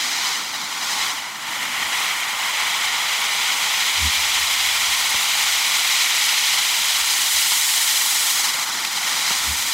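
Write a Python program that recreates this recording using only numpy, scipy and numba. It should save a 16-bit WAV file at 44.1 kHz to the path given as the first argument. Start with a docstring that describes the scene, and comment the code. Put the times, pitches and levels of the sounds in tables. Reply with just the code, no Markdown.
"""A firework wheel, driven by two opposite rocket tubes on its rim, spins up from 10 to 21 turns a second.
Each jet is filtered noise with crackling sparks; its ground echo swings every turn, so the hiss swirls.
White sparks and flapping flames yield to a rushing green flame (noise in two climbing resonances), with
lulls at changes of charge. Pops (noise bursts), then soft low thumps (sines), join over a faint noise rumble.
Late on, the green goes out, the white flames come back and the wheel slows slightly."""
import sys
import numpy as np
from scipy.fft import rfft, irfft, next_fast_len
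from scipy.io import wavfile
from scipy.ndimage import uniform_filter1d, map_coordinates
from numba import njit

SR = 44100
rng = np.random.default_rng(int(sys.argv[2]) if len(sys.argv) > 2 else 0)


def dump_mix(stems):
    """Bounce the given channels to the path in sys.argv[1] as a 16-bit WAV at rate SR."""
    frames = np.atleast_2d(stems).T  # one column per channel
    limited = np.clip(frames, -1, 1)  # hard clip at full scale
    pcm = np.round(limited * 32767).astype(np.int16)
    wavfile.write(sys.argv[1], SR, pcm)


N = 429093
TIME = np.arange(N) / SR


def undb(db):
    """Decibels to amplitude gain."""
    return 10 ** (np.asarray(db) / 20)


def unit(x):
    """Scale to rms 1."""
    return x / np.sqrt(np.mean(x ** 2))


def steady(x):
    """Hold the rms near 1 over every half second."""
    return x / np.sqrt(uniform_filter1d(x ** 2, SR // 2))


def curve(rows, axis=1):
    """Interpolate one column of a table, sample by sample; column 0 is time."""
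    rows = np.array(rows)
    return np.interp(TIME, rows[:, 0], rows[:, axis])


def shape(x, gain):
    """Filter by a gain that is a function of frequency."""
    size = next_fast_len(len(x))
    hz = np.fft.rfftfreq(size, 1 / SR) + 1  # +1 avoids 0 Hz
    return irfft(rfft(x, size) * gain(hz), size)[:len(x)]


def colour(x, points):
    """Filter by a (Hz, dB) curve, interpolated over log frequency."""
    hz, db = np.transpose(points)
    return shape(x, lambda f: undb(np.interp(np.log(f), np.log(hz), db)))


def walk(rate_hz):
    """Smooth random wander of rms 1: held random steps, averaged twice."""
    hold = int(SR / rate_hz)
    steps = np.repeat(rng.standard_normal(N // hold + 1), hold)
    smooth = uniform_filter1d(uniform_filter1d(steps, hold), hold)
    return unit(smooth[:N])


@njit
def resonance(x, hz, damping):
    """State-variable band-pass whose centre may move."""
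    y, band, low = np.empty(len(x)), 0., 0.
    for i in range(len(x)):
        g = np.tan(np.pi * hz[i] / SR)
        v = (band + g * (x[i] - low)) / (1 + g * (g + damping))
        band, low, y[i] = 2 * v - band, low + 2 * g * v, v
    return y


def plateau(start_s, rise_s, hold_s, fall_s):
    """An envelope that climbs from 0 to 1, holds and falls back."""
    age = TIME - start_s
    falling = 1 - (age - rise_s - hold_s) / fall_s
    return np.clip(np.minimum(age / rise_s, falling), 0, 1)


def lull_db():
    """How far the burn sinks where one charge dies and the next one catches."""
    # start_s, sink_s, hold_s, recover_s, depth_db
    lulls = [(0.32, 0.13, .27, 0.26, 5), (1.06, .22, 0.052, 0.44, 9.5), (1.582, 0.21, 0.051, 0.13, 3),
             (2.02, 0.14, .08, 0.42, 2.5), (8.45, 0.15, .3, 0.33, 5)]
    return sum(depth_db * plateau(start_s, sink_s, hold_s, recover_s)
               for start_s, sink_s, hold_s, recover_s, depth_db in lulls)


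def green_share(lit_s=0.91, rise_s=0.68, out_s=8.6, fall_s=.2, share=0.67, fade_s=5.7):
    """Power share of the green flame: it flares up, slowly gives way to plain gas and goes out."""
    age = TIME - lit_s
    alight = np.clip(np.minimum(age / rise_s, (out_s - TIME) / fall_s), 0, 1)
    return np.clip(share * alight * np.exp(-age / fade_s), 0, 1)


def sparks(per_second, spread_db):
    """Tiny bursts of metal grains: random impulses, many weak, a few strong."""
    sizes = undb(spread_db * np.minimum(rng.exponential(size=N), 6))
    struck = rng.random(N) < per_second / SR
    return unit(struck * sizes * rng.choice([-1, 1], N))


def jet(sparks_db=-12, green_damping=0.58, upper_ratio=1.42, upper_db=0.3, sputter_db=0.56):
    """One tube: turbulent gas and sparks, mixed with the green flame's two broad resonances."""
    # hz, gain_db
    gas_colour = [(60, -35.5), (180, -21.5), (300, -20.5), (540, -7), (690, -6.5), (850, -1.5), (1130, -3),
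                  (1450, 2), (2100, -0.5), (3000, -2), (4200, 1.5), (7000, -5.5), (8600, -11),
                  (16000, -22.5)]
    # time_s, centre_hz: lower green resonance, climbing as the tube burns down
    green_pitch = [(1.3, 2070), (2.3, 2080), (3.6, 2330), (5, 2420), (6.2, 2540), (8.4, 3480)]
    turbulence = rng.standard_normal(N)
    crackle = undb(sparks_db) * sparks(per_second=2500, spread_db=3)
    gas = unit(colour(turbulence + crackle, gas_colour))
    rush = 0
    for ratio, db in [(1, 0), (upper_ratio, upper_db)]:
        hz, damping = ratio * curve(green_pitch), float(green_damping)
        once = resonance(rng.standard_normal(N), hz, damping)
        rush = rush + undb(db) * unit(resonance(once, hz, damping))
    green = green_share()
    mix = np.sqrt(1 - green) * gas + np.sqrt(green) * unit(rush)
    return mix * undb(sputter_db * walk(rate_hz=70))


def whirl(x, turn, aim=0.074, grass_hz=10000, beam_db=0.8, beam_turn=0.02):
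    """Ground echo, latest and strongest with the nozzle at the top; the jet is louder on one side of the turn."""
    lag_s, swing_s, ground_gain = .000935, .000078, .58
    height = np.cos(2 * np.pi * turn)  # 1 at the top, -1 at the bottom
    delay = (lag_s + swing_s * height) * SR
    echo = map_coordinates(x, [np.arange(N) - delay], order=3)
    # grass swallows the treble
    echo = shape(echo, lambda f: ground_gain / np.sqrt(1 + (f / grass_hz) ** 4))
    beam = undb(beam_db * np.cos(2 * np.pi * (turn - beam_turn)))
    return (x + (1 + aim * height) * echo) * beam


def wheel(roar_hz=1600, sizzle_hz=7700, rush_trim_db=-0.25, roar_trim_db=0, sizzle_trim_db=1.3,
          flutter_db=0.58, cough_db=0.62, cough_depth_db=5):
    """Two tubes half a turn apart; the burn sets their roar, rush and sizzle, and each band flutters a little."""
    # time_s, turns_per_s
    spin = [(0.0, 10.27), (0.6, 10.79), (1.1, 11.06), (1.7, 12.41), (2.3, 13.15), (3.3, 13.9), (4.5, 15.38),
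            (6.5, 18.63), (8.5, 21.11), (9.73, 19.44)]
    # time_s, second_tube_power_share (0-1)
    handover = [(0, 0.67), (.5, 0.1), (1.5, 0.33), (2.1, 0.42), (3.6, 0.57), (6.2, 0.57), (7.6, 0.7),
                (8.3, 0.8), (8.6, 1), (9.1, 0.76), (9.6, 0.75)]
    # time_s, burn_db, roar_rel_db, sizzle_rel_db: slow course of the burn, before trims and lulls
    burn_course = [(0.0, -22.5, -12, -14), (0.3, -22.5, -8.5, -13.5), (2.0, -22.5, -5.5, -10.5),
                   (2.9, -22.5, -6.5, -12), (4.1, -20, -11, -10.5), (5.2, -20, -10.3, -9.5),
                   (6.2, -18.5, -13.5, -10.2), (6.8, -20, -12.5, -8.5), (7.55, -20, -14.5, -3.5),
                   (8.3, -21, -11.5, -3.5), (8.55, -20, -8.5, -8), (9.27, -20.5, -11, -9.5),
                   (9.6, -23.5, -10.5, -6)]
    start_turn = .25
    roar_lull_share, sizzle_lull_share = 0.65, 0.99  # fraction of a lull's depth each band follows

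    turn = start_turn + np.cumsum(curve(spin)) / SR
    second = np.clip(curve(handover), 0, 1)
    x = np.sqrt(1 - second) * whirl(jet(), turn) + np.sqrt(second) * whirl(jet(), turn + .5)

    roar = shape(x, lambda f: 1 / (1 + (f / roar_hz) ** 8))
    sizzle = shape(x, lambda f: 1 / (1 + (sizzle_hz / f) ** 8))
    rush = x - roar - sizzle
    lull = lull_db()
    roar_db = roar_trim_db + curve(burn_course, axis=2) - roar_lull_share * lull
    sizzle_db = sizzle_trim_db + curve(burn_course, axis=3) - sizzle_lull_share * lull
    bands = [(rush, rush_trim_db - lull), (roar, roar_db), (sizzle, sizzle_db)]

    weak = np.clip(lull / cough_depth_db, 0, 1)  # a weak burn coughs in short spurts
    burn = undb(curve(burn_course) + cough_db * weak * walk(rate_hz=45))
    return burn * sum(steady(band) * undb(db + flutter_db * walk(rate_hz=80)) for band, db in bands)


def flame(level_db=-47, dip_db=-6, white_out_s=2.0, white_back_s=8.5, change_s=0.32, flicker_db=1.5):
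    """Soft flapping of white-spark fire swung through the air: low noise, weaker from white_out to white_back."""
    flap_colour = [(60, -29), (120, -8.0), (190, -1.5), (290, 0.0), (420, -9), (900, -22.0)]  # hz, gain_db
    body = unit(colour(rng.standard_normal(N), flap_colour))
    dip = np.clip(np.minimum(TIME - white_out_s, white_back_s - TIME) / change_s, 0, 1)
    return body * undb(level_db + dip_db * dip + flicker_db * walk(rate_hz=27))


def rumble(rest_db=-66, unrest_db=1):
    """Faint, uneven bass noise of the open night air that swells now and then."""
    # hz, gain_db
    air_colour = [(20, -17), (45, -3), (72, 4.5), (110, -6), (200, -23), (600, -41)]
    # peak_s, half_width_s (to 1/e of the power), level_db
    swells = [(1.85, 0.095, -54), (3.1, 0.76, -62), (4.55, 0.53, -52.5), (5.5, .2, -57), (6.8, .45, -62),
              (9.52, .11, -49)]
    power = undb(rest_db) ** 2
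    for peak_s, half_width_s, db in swells:
        power = power + undb(db) ** 2 * np.exp(-((TIME - peak_s) / half_width_s) ** 2)
    air = unit(colour(rng.standard_normal(N), air_colour))
    return air * np.sqrt(power) * undb(unrest_db * walk(rate_hz=12))


def pops(crack_fade_s=0.0059, thud_fade_s=0.0084, thud_hz=210):
    """Each burning lump bursts with a short crack and a dull thud: decaying band-passed noise."""
    # start_s, crack_db, crack_hz, crack_half_damping, thud_db (levels before the decay)
    bursts = [(1.679, -33, 1100, .5, -40), (5.144, -20, 910, 0.35, -34), (7.518, -16.5, 1100, 0.19, -52),
              (8.547, -28, 1000, 0.59, -36), (8.734, -28, 1000, 0.37, -55), (8.849, -15, 3000, 1., -42),
              (9.166, -22, 984, 0.18, -48), (9.305, -17.5, 980, 0.18, -27)]
    out = np.zeros(N)
    t = TIME[:SR // 10]
    thud_centre = np.full(len(t), float(thud_hz))
    for start_s, crack_db, hz, half_damping, thud_db in bursts:
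        noise, centre = rng.standard_normal((2, len(t))), np.full(len(t), float(hz))
        damping = 2. * half_damping
        crack = unit(resonance(resonance(noise[0], centre, damping), centre, damping))
        thud = unit(resonance(noise[1], thud_centre, 0.37))
        start = int(start_s * SR)
        out[start:start + len(t)] += undb(crack_db) * crack * np.exp(-t / crack_fade_s)
        out[start:start + len(t)] += undb(thud_db) * thud * np.exp(-t / thud_fade_s)
    return out


def thumps(rough=0.16):
    """Soft bass sines that swell and die in a few cycles, with a rough noise edge."""
    # peak_s, swell_s, fade_s, pitch_hz, level_db (swell and fade to 1/e)
    notes = [(3.998, .02, 0.018, 80, -31), (4.06, 0.048, .03, 73.6, -21), (4.19, .025, .03, 72, -40),
             (4.89, 0.017, .02, 72, -43), (5.152, 0.01, 0.01, 80, -39), (7.03, .02, .02, 74, -45),
             (7.355, .025, .05, 72, -45), (9.503, .032, 0.043, 72, -29)]
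    out = np.zeros(N)
    edge = unit(colour(rng.standard_normal(N), [(40, -8), (200, 9), (330, -4), (700, -43)]))
    for peak_s, swell_s, fade_s, hz, db in notes:
        t = TIME - peak_s
        envelope = np.exp(-(t / np.where(t < 0, swell_s, fade_s)) ** 2)
        out += undb(db) * envelope * (np.sin(2 * np.pi * hz * t) + rough * edge)
    return out


def scene():
    """Sum of all sources, alike in both ears."""
    mono = wheel() + flame() + rumble() + pops() + thumps()
    return np.tile(mono, (2, 1))


def record(dry, top_hz=15800):
    """Fixed peaks and hollows over the whole scene and a steep top edge; the hollows near 4.4 and 5.6 kHz
    deepen the steady notches of the ground echo."""
    # centre_hz, width_hz, gain_db: peaks and hollows, those near 4.4 and 5.6 kHz deepening the echo's notches
    ripples = [(1257, 156, -3), (1720, 95, -3.5), (1840, 73, 1), (3980, 200, 2), (4380, 610, -4.5),
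               (5590, 220, -3.5), (6060, 170, 2), (9580, 620, -4.5), (12900, 800, 1.5)]

    def response(f):
        ripple_db = sum(db / (1 + (2 * (f - hz) / width) ** 2) for hz, width, db in ripples)
        return undb(ripple_db) * np.clip((top_hz - f) / 100 + .5, 0, 1)
    return np.array([shape(channel, response) for channel in dry])


dry = scene()
out = record(dry)
dump_mix(out)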